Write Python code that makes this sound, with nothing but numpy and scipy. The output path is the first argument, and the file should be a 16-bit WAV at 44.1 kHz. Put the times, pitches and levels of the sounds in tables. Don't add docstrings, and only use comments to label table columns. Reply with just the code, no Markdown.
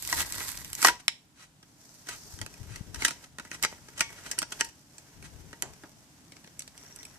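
import sys
import numpy as np
from scipy import signal
from scipy.fft import rfft, irfft, next_fast_len
from scipy.io import wavfile
from scipy.ndimage import uniform_filter1d

SR = 44100
rng = np.random.default_rng(int(sys.argv[2]) if len(sys.argv) > 2 else 0)


def digitize_waveform(pressure):
    field = np.atleast_2d(pressure).T
    bounded = np.clip(field, -1, 1)
    quanta = np.round(bounded * 32767).astype(np.int16)
    wavfile.write(sys.argv[1], SR, quanta)


N = 316638
TIME = np.arange(N) / SR
LEAD = 256

# (frequency [Hz], width [Hz], relative level [dB])
SHELL_MODES = [(266.4, 63, -8.5), (351.8, 28, -12), (656, 130, -23), (755, 110, -16), (918, 13, -7.5),
               (1023, 85, -19.5), (1278, 130, -5.5), (1451, 89, -3.5), (1619, 50, -7.5), (1831, 29, -10),
               (1940, 61, -4.5), (2565, 160, -11.5), (3014, 87, -7), (3920, 320, -6), (4625, 360, -7),
               (5750, 190, -2), (6070, 940, -10), (7150, 360, -12.5), (7590, 140, -7.5), (8650, 210, -8)]

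STROKE_ATTACK_S, STROKE_T60_S = 0.041, 0.24


def undb(db):
    return 10 ** (np.asarray(db) / 20)


def unit(x):
    return x / np.sqrt(np.mean(x ** 2))


def fade(t, t60):
    return np.exp(-np.log(1000) * t / t60)


def band(x, lo_hz, hi_hz, order=2):
    edges = [lo_hz, min(hi_hz, SR / 2 - 1)]
    return signal.sosfilt(signal.butter(order, edges, "band", fs=SR, output="sos"), x)


def colour(x, points):
    size = next_fast_len(N + 8192, True)
    hz, db = np.transpose(points)
    freq = np.arange(size // 2 + 1) * SR / size
    curve_db = np.interp(np.log(freq + 1), np.log(hz), db)
    cepstrum = irfft(np.log(undb(curve_db)), size)
    cepstrum[1:size // 2] *= 2
    cepstrum[size // 2 + 1:] = 0
    return irfft(rfft(x, size) * np.exp(rfft(cepstrum)), size)[..., :N]


def walk(rate):
    knots = rng.standard_normal(2048)
    return np.interp(TIME * rate, np.arange(len(knots)), knots)


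def pair(shared, size=N):
    common, left, right = rng.standard_normal((3, size))
    shared = np.clip(shared, 0, 1)
    return np.sqrt(shared) * common + np.sqrt(1 - shared) * np.array([left, right])


def ports(size, apart_hz):
    common, left, right = rng.standard_normal((3, size))
    low = signal.butter(2, apart_hz, "low", fs=SR, output="sos")
    high = signal.butter(2, apart_hz, "high", fs=SR, output="sos")
    return signal.sosfilt(low, common) + signal.sosfilt(high, [left, right])


def add(out, s, sound):
    start = max(int(s * SR), 0)
    out[:, start:start + sound.shape[-1]] += sound[..., :N - start]


def gesture(start, length, attack, t60):
    return np.clip((TIME - start) / attack, 0, 1) * fade(np.maximum(TIME - start - length, 0), t60)


def together(gains):
    return np.sqrt(sum(g ** 2 for g in gains))


def tilted(db, tilt_db):
    return undb([[db + tilt_db / 2], [db - tilt_db / 2]])


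def registers(db, tilt_db, thud_db, bite_db):
    thud_growth, thud_per_tilt = 0.61, 0.28
    body, treble = db - tilt_db / 2, db + tilt_db / 2
    return [thud_db + thud_growth * body - thud_per_tilt * tilt_db, body, db + bite_db, treble]


def snap(modes, band_db, t60, ring_db, tick_db, swell_db, corner_hz=15000, cascade=.09, count=3,
         detune=0.021, scatter_db=2, apart_hz=4200, size=4096):
    register_edges = [150, 600, 2400, 5000, 15500]
    t = np.arange(size) / SR
    burst = ports(size, apart_hz=1930) * fade(t, t60)
    burst /= np.sqrt(np.sum(burst ** 2) / 2)
    burst[:, 8] += undb(tick_db)

    hz, width, db = np.transpose(modes)[:, :, None]
    shift, strength, side = rng.standard_normal((3, len(modes), 1))
    waves = np.exp((2j * np.pi * hz * (1 + detune * shift) - np.pi * width) * t)
    waves *= undb(db + scatter_db * strength) * np.sqrt(width / SR)
    waves *= rng.choice([-1, 1], (len(modes), 1))
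    skew = np.exp(1j * side * hz / apart_hz)
    ring = np.array([(waves * skew).sum(0).imag, (waves / skew).sum(0).imag])
    sound = burst + undb(ring_db) * ring

    lags = (rng.random(count) * cascade * t60 * SR).astype(int)
    sizes = 0.44 * rng.standard_normal(count)
    slips = sum(g * np.pad(sound, ((0, 0), (lag, 0)))[:, :size] for lag, g in zip(lags, sizes))
    sound = sound + slips
    sound *= 1 - np.exp(-t / (0.0058 * t60))

    swell = pair(0.16, size=LEAD) * fade(t[:LEAD], 0.2 * t60)[::-1]
    swell = undb(swell_db) * sound[:, :LEAD].std() * swell
    low_pass = signal.butter(2, min(corner_hz, .45 * SR), fs=SR, output="sos")
    sound = signal.sosfilt(low_pass, np.hstack([swell, sound]))

    out = 0
    for lo, hi, level_db in zip(register_edges, register_edges[1:], band_db):
        part = band(sound, lo, hi, order=3)
        span = max(SR // 200, 2 * SR // lo)
        out = out + undb(level_db) * part / part[:, LEAD:LEAD + span].std()
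    return out


def friction(gains, spectrum, per_s, spread_db, hiss_db, flutter_db, treble_db, body_db):
    treble, body = gains
    strengths = undb(spread_db * np.minimum(rng.exponential(size=N), 4))
    grains = (rng.random(N) < per_s / SR) * strengths
    source = unit(grains * pair(0.29)) + undb(hiss_db) * ports(N, apart_hz=1500)
    source = colour(source, spectrum) * undb(flutter_db * walk(110))
    low = band(source, 300, 2900)
    high = band(source, 4200, 25000)
    return unit(high) * treble * undb(treble_db) + unit(low) * body * undb(body_db)


def air():
    # (start [s], length [s], relative level [dB])
    gust_moves = [(0, 0.94, -56), (0.107, 0.12, -47.5), (0.303, 0.15, -53.5), (2.07, 0.49, -61),
                  (2.35, 0.076, -49.5), (2.578, 0.47, -51), (3.09, 1.59, -65), (3.593, 0.12, -57),
                  (3.98, 0.13, -62), (4.553, 0.054, -58.5), (5.136, 0.34, -54), (5.587, 0.12, -55),
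                  (5.75, 0.27, -69), (6.648, 0.59, -69)]
    # (frequency [Hz], level [dB])
    buffet_curve = [(12, -32.5), (22, -17.5), (50, -2), (80, -1.5), (130, -5.5), (200, -12.5), (300, -13.5),
                    (500, -21), (1100, -75)]
    # (middle [s], frequency [Hz], relative level [dB], half length [s])
    air_thumps = [(2.343, 82, -40, 0.0085), (2.419, 100, -35.5, 0.011), (2.617, 94, -36, 0.0042),
                  (2.723, 115, -39, 0.018), (2.812, 131, -28.5, 0.0031), (2.986, 69, -42, 0.015)]
    # (frequency [Hz], level [dB])
    background_curve = [(25, -34.5), (45, -15.5), (70, -14.5), (150, -5.5), (210, -12), (290, -9.5),
                        (420, -23.5), (750, -19.5), (1200, -23), (2600, -27.5), (7300, -28), (15000, -34)]
    attack_s, t60_s = 0.031, .35
    draught_db, background_db = -83, -59

    pushes = [undb(db) * gesture(s, length, attack_s, t60_s) for s, length, db in gust_moves]
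    push = together(pushes + [undb(draught_db)])
    gusts = unit(colour(pair(0.54), buffet_curve)) * push * undb(2 * walk(25))
    thumps = np.zeros(N)
    for s, hz, db, half in air_thumps:
        thumps += undb(db) * np.sin(2 * np.pi * hz * (TIME - s)) * np.exp(-((TIME - s) / half) ** 2)
    noise = ports(N, apart_hz=890) + undb(-8.5) * pair(0)
    background = unit(colour(noise, background_curve)) * undb(background_db + 1.14 * walk(3))
    return (gusts + thumps) * undb([[3], [-11]]) + background


def pulling():
    # (peak time [s], relative level [dB], treble over body [dB], build [dB/s], release [dB/s])
    card_pulls = [(.2, -30, 8, 71, 350), (.38, -36.5, 6.5, 67, 43.5), (.875, -22.5, 5, 228.5, 596)]
    peel_end_s = 1.3
    gains = []
    for s, db, tilt_db, build, release in card_pulls:
        drop_db = np.maximum(build * (s - TIME), release * (TIME - s))
        gains.append(tilted(db, tilt_db) * undb(-drop_db))
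    return together(gains) * (TIME < peel_end_s)


def card():
    # (frequency [Hz], level [dB])
    peel_curve = [(200, -12.5), (480, -17.5), (700, -14), (1000, 0), (1310, -8), (1810, -0.5), (2400, -0.5),
                  (3600, 1), (5600, -2.5), (6500, -4.5), (7970, -3.5), (9900, -9.5), (11500, -0.5),
                  (14500, -6.5)]
    # (time [s], level [dB], treble over body [dB])
    fibre_snaps = [(.0243, -46.5, 26), (.0504, -43, 15), (.0749, -42, 22), (.0994, -43, 16),
                   (.2047, -32, 10), (.3234, -38, 15), (.3437, -44, 1), (.4042, -40, -2),
                   (.5746, -44.5, 15), (.6466, -44, 13.5), (.7307, -40, 18), (.7516, -44.5, 26.5),
                   (3.6268, -33.5, 18)]
    out = friction(pulling(), peel_curve, per_s=2300, spread_db=3.0, hiss_db=-4, flutter_db=2.5,
                   treble_db=0.5, body_db=-1.5)
    for s, db, tilt_db in fibre_snaps:
        band_db = registers(db, tilt_db, thud_db=-28.5, bite_db=1)
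        fibre = snap(SHELL_MODES, band_db, t60=0.0061, ring_db=-1.5, tick_db=-8, swell_db=-13.5,
                     corner_hz=17960)
        add(out, s - LEAD / SR, fibre)
    return out


def rubbing():
    # (start [s], length [s], relative level [dB], treble over body [dB])
    finger_strokes = [(1.62, .2, -66.5, 4.5), (1.765, .32, -58, 2), (2.047, 0.32, -52, 2.5),
                      (2.365, 0.88, -56.5, -2.5), (2.948, 0.05, -56.5, -1), (3.383, 1, -58, -2.5),
                      (4.05, 0.37, -54.5, -5), (4.47, .18, -51, -2), (4.696, 0.26, -67, 4),
                      (4.904, 0.93, -59, -2.5), (5.807, 1, -65, 0), (6.73, 0.44, -57, -3)]
    grip_db = -71.5
    gains = []
    for s, length, db, tilt_db in finger_strokes:
        gains.append(tilted(db, tilt_db) * gesture(s, length, STROKE_ATTACK_S, STROKE_T60_S))
    return together(gains + [undb(grip_db)])


def fingers():
    # (frequency [Hz], level [dB])
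    slide_curve = [(240, -29.5), (400, -3), (465, -6), (567, -8), (949, -5), (1210, -11), (1540, -6),
                   (2390, -8.5), (3610, -3.5), (5680, 2), (9090, -10), (13900, -7.5), (15000, -26.5)]
    return friction(rubbing(), slide_curve, per_s=700, spread_db=6.5, hiss_db=7.5, flutter_db=2.0,
                    treble_db=2.0, body_db=-3.5)


def crinkle(count=14, size=120, spread_db=2, low_db=-12, bite_db=-4, vary_db=3):
    # (start [s], end [s], rate [ticks/s], relative level [dB])
    crinkle_spells = [(0.029, 0.796, 90, 0.5), (2.448, 3.002, 21, -10), (3.453, 4.6, 50, 7.5),
                      (6.305, 7.166, 34, 7)]
    effort = together([pulling(), rubbing()]).mean(0)
    tints = vary_db * rng.standard_normal((count, 4))
    ticks = [snap(SHELL_MODES, tint + [low_db, 0, bite_db, 0], t60=.008, ring_db=-1.5, tick_db=-5.5,
                  swell_db=-16, size=1024) for tint in tints]
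    out = np.zeros((2, N))
    for start, end, per_s, db in crinkle_spells:
        gaps, strengths = rng.exponential(size=(size, 2)).T
        times = start + np.cumsum(gaps) / per_s
        for k in np.flatnonzero(times < min(end, TIME[-1])):
            level_db = db + spread_db * (min(strengths[k], 3) - 7.5)
            gain = effort[int(times[k] * SR)] * undb(level_db)
            add(out, times[k], gain * ticks[k % count])
    return out


def shell(panel_width_hz=130, panel_db=3):
    # (time [s], relative level [dB], treble over body [dB], burst t60 [s],
    # pitch of the flexing panel before random detuning [Hz])
    shell_cracks = [(.1266, -23, -1.5, 0.026, 980), (0.817, -35, 16, 0.021, 1850),
                    (.827, -23.5, 2, .038, 1340), (0.847, -10.5, -4.5, 0.034, 1040),
                    (.8575, -23.5, -4, 0.045, 1610), (0.8706, -19.5, -4, 0.041, 1780),
                    (0.8834, -18, -6.5, 0.026, 1780), (1.628, -52, 2.5, 0.035, 3360),
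                    (2.07, -46, 2, 0.023, 1250), (2.0874, -33.5, 0, 0.047, 1575),
                    (2.389, -45.5, 3, .014, 3100), (2.4147, -35, 4.5, 0.015, 3160),
                    (2.4626, -40, 2.5, 0.013, 1670), (2.54, -53, 11, .014, 2500),
                    (2.7589, -41, 2, 0.025, 2070), (2.945, -38, 5, .04, 1970),
                    (2.9586, -43.5, -1, .045, 2000), (3.021, -31.5, -5.5, 0.027, 2040),
                    (3.049, -18.5, 2, 0.05, 1940), (3.0803, -29.5, 4.5, 0.05, 3160),
                    (3.107, -36, -2, 0.071, 1980), (3.385, -39, -3.5, 0.016, 1800),
                    (3.397, -40, -7, 0.034, 1900), (3.45, -47.5, -3, 0.052, 900),
                    (3.5144, -37, -3.5, 0.029, 1500), (3.5446, -43.5, 3, 0.072, 1910),
                    (3.6349, -25.5, 0, 0.043, 1955), (3.6487, -23.5, -2, 0.013, 1580),
                    (3.7257, -50, -14, 0.029, 1490), (3.885, -48.5, -1, 0.034, 1450),
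                    (3.9777, -42, 6, 0.057, 3050), (3.994, -39, 6, 0.032, 3300),
                    (4.0069, -21, 2, 0.042, 2340), (4.2626, -42.5, -2, 0.052, 1570),
                    (4.3139, -32, 11.5, 0.035, 1895), (4.3801, -42.5, -10, 0.045, 3050),
                    (4.388, -30, 21.5, 0.025, 2920), (4.4181, -32, -2.5, 0.034, 1350),
                    (4.4274, -31.5, 0.5, 0.016, 1430), (4.5212, -35.5, 3, 0.035, 3230),
                    (4.6092, -21.5, 2, 0.008, 1896), (4.645, -43.5, 13.5, 0.043, 1970),
                    (4.6882, -55, 14, 0.043, 2480), (4.982, -50, 15, 0.021, 3140),
                    (5.2254, -50, 0, 0.036, 2240), (5.5297, -46, -9.5, 0.024, 1700),
                    (5.6227, -30, 11, 0.0099, 1980), (5.836, -50, -8.5, .035, 1270)]
    # (middle [s], half length [s], level [dB])
    short_scrapes = [(0.199, 0.03, -33.5), (0.415, 0.011, -42), (0.888, 0.015, -28.5), (1.003, 0.0081, -44),
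                     (1.415, 0.042, -48.5), (2.114, 0.036, -40), (2.742, 0.058, -51), (3.014, 0.026, -42),
                     (3.06, 0.032, -37), (3.245, 0.0055, -44.5), (3.541, 0.022, -45.5),
                     (3.644, .014, -28.5), (3.992, 0.024, -45), (4.18, .018, -50.5), (4.275, 0.04, -47.5),
                     (4.605, 0.01, -34), (5.254, 0.016, -49)]
    # (time [s], level [dB], t60 [s])
    dull_bumps = [(.127, -36, .07), (.405, -40, .07), (.884, -34, .13), (2.414, -43, .05),
                  (3.386, -42, .06), (5.624, -42, .28), (5.836, -50.5, .2)]
    bite_db_per_octave, usual_panel_hz = 3.5, 2150

    out = np.zeros((2, N))
    for s, db, tilt_db, t60, panel_hz in shell_cracks:
        bite_db = bite_db_per_octave * np.log2(panel_hz / usual_panel_hz)
        band_db = registers(db, tilt_db, thud_db=-27.5, bite_db=bite_db)
        modes = list(SHELL_MODES) + [(panel_hz, panel_width_hz, panel_db)]
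        crack = snap(modes, band_db, t60, ring_db=4, tick_db=-2.5, swell_db=-2.5, corner_hz=9840)
        add(out, s - LEAD / SR, undb(-1.31) * crack)

    slips = ports(N, apart_hz=1603) * undb(1.8 * walk(350))
    body = sum(undb(db) * band(slips, hz - width / 2, hz + width / 2, order=1)
               for hz, width, db in SHELL_MODES)
    scrape = unit(unit(body) + undb(-0.5) * unit(band(slips, 1200, 3100, order=1)))
    out += scrape * sum(undb(db) * np.exp(-((TIME - s) / half) ** 2) for s, half, db in short_scrapes)

    t = TIME[:SR // 2]
    for s, db, t60 in dull_bumps:
        add(out, s, undb(db) * fade(t, t60) * unit(band(pair(0.83, size=len(t)), 200, 1200)))
    return out


def flick():
    time_s, level_db, t60_s = 1.0808, -20, 0.0077
    out = np.zeros((2, N))
    band_db = registers(level_db, tilt_db=4.5, thud_db=-33.5, bite_db=7.5)
    crack = snap(SHELL_MODES, band_db, t60_s, ring_db=-7.5, tick_db=-3.5, swell_db=-18.5,
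                 corner_hz=9300, count=1)
    add(out, time_s - LEAD / SR, crack)
    return out


def toy():
    # (time [s], relative level [dB], treble over body [dB])
    car_clicks = [(6.3211, -51.5, 6), (6.3669, -54.5, -2), (6.4444, -54.5, -5), (6.475, -56, -3),
                  (6.5937, -47, 29), (6.604, -47.5, 11), (6.621, -49, 14), (6.6776, -49, 8),
                  (6.7777, -52.5, 14), (6.961, -56.5, 32), (7.0308, -49.5, 9), (7.052, -49, 14)]
    # (frequency [Hz], width [Hz], relative level [dB])
    car_modes = [(1130, 110, -18.5), (1736, 160, 3), (2260, 220, 1.5), (4400, 160, -17), (5710, 220, 8),
                 (7740, 360, 9.5), (10300, 1100, 12.5)]
    # (time [s], relative level [dB])
    car_knocks = [(4.013, -37)]
    # (frequency [Hz], relative level [dB], t60 [s])
    metal_tones = [(1140, -10, .25), (1850, -1, .13), (2067, 5.5, .1), (2230, -6, 0.45), (2230, -27, 0.12),
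                   (3370, -5.5, 0.25), (4250, -13, .11)]
    out, t = np.zeros((2, N)), TIME[:SR // 2]
    for s, db, tilt_db in car_clicks:
        band_db = registers(db, tilt_db, thud_db=-24.5, bite_db=3.5)
        click = snap(car_modes, band_db, t60=0.028, ring_db=-0.5, tick_db=-2, swell_db=4.5,
                     corner_hz=11440)
        add(out, s - LEAD / SR, undb(-2.0) * click)
    ring = sum(undb(db) * np.sin(2 * np.pi * hz * t) * fade(t, t60) for hz, db, t60 in metal_tones)
    for s, db in car_knocks:
        add(out, s, undb(db) * ring)
    return out


def wheel(per_s=140):
    start_s, length_s, level_db = 6.77, 0.28, -57
    pitch_hz, width_hz = 5680, 180
    slips = (rng.random(N) < per_s / SR) * pair(0.74) * undb(2.5 * walk(25))
    squeak = unit(band(slips, pitch_hz - width_hz / 2, pitch_hz + width_hz / 2, order=1))
    return squeak * undb(level_db) * gesture(start_s, length_s, STROKE_ATTACK_S, STROKE_T60_S)


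def hearth(x, early_db=-13, early_t60=0.0368, late_db=-19, low_t60=0.32, high_t60=0.26):
    t = TIME[:SR // 2]
    noise = ports(len(t), apart_hz=1223)
    early = band(noise, 200, 8000, order=1) * fade(t, early_t60) * (t > .003)
    late = band(noise, 81, 1200, order=1) * fade(t, low_t60)
    late = late + band(noise, 1500, 7600) * fade(t, high_t60)
    response = undb(early_db) * unit(early) + undb(late_db) * unit(late * (t > .01))
    response = response / np.sqrt(len(t))
    return x + signal.fftconvolve(x, response, axes=1)[:, :N]


def scene(flick_room=0.69):
    crack = flick()
    handling = card() + fingers() + crinkle() + shell() + toy() + wheel()
    return hearth(handling + flick_room * crack) + (1 - flick_room) * crack + air()


def gain_control(x):
    knee_db, recovery_db_per_s, attack_s = -19, 4.5, 0.18
    power = uniform_filter1d(np.mean(x ** 2, 0), SR // 30)
    level_db = 10 * np.log10(np.maximum(power, 1e-12))
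    recovered = recovery_db_per_s * TIME
    duck_db = np.maximum.accumulate(np.maximum(level_db - knee_db, 0) + recovered) - recovered
    keep = np.exp(-1 / (attack_s * SR))
    return x * undb(-signal.lfilter([1 - keep], [1, -keep], duck_db))


def record(dry, ceiling=1.0):
    # (frequency [Hz], level [dB])
    left_curve = [(100, 2.5), (1000, -0.5), (3000, 1), (6000, 1.5), (8000, -1), (10000, -9.5),
                  (12500, -12.5), (15000, -17.5)]
    # (frequency [Hz], level [dB])
    right_curve = [(100, 2), (1000, -1), (3000, 1.5), (6000, -2.5), (8000, 4.5), (10000, 2), (15000, -2)]
    top_hz = 14700
    left = np.pad(colour(dry[0], left_curve), (3, 0))[:N]
    heard = np.array([left, colour(dry[1], right_curve)])
    heard = ceiling * np.tanh(gain_control(heard) / ceiling)
    return signal.sosfilt(signal.ellip(8, .2, 90, top_hz, fs=SR, output="sos"), heard)


dry = scene()
out = record(dry)
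digitize_waveform(out)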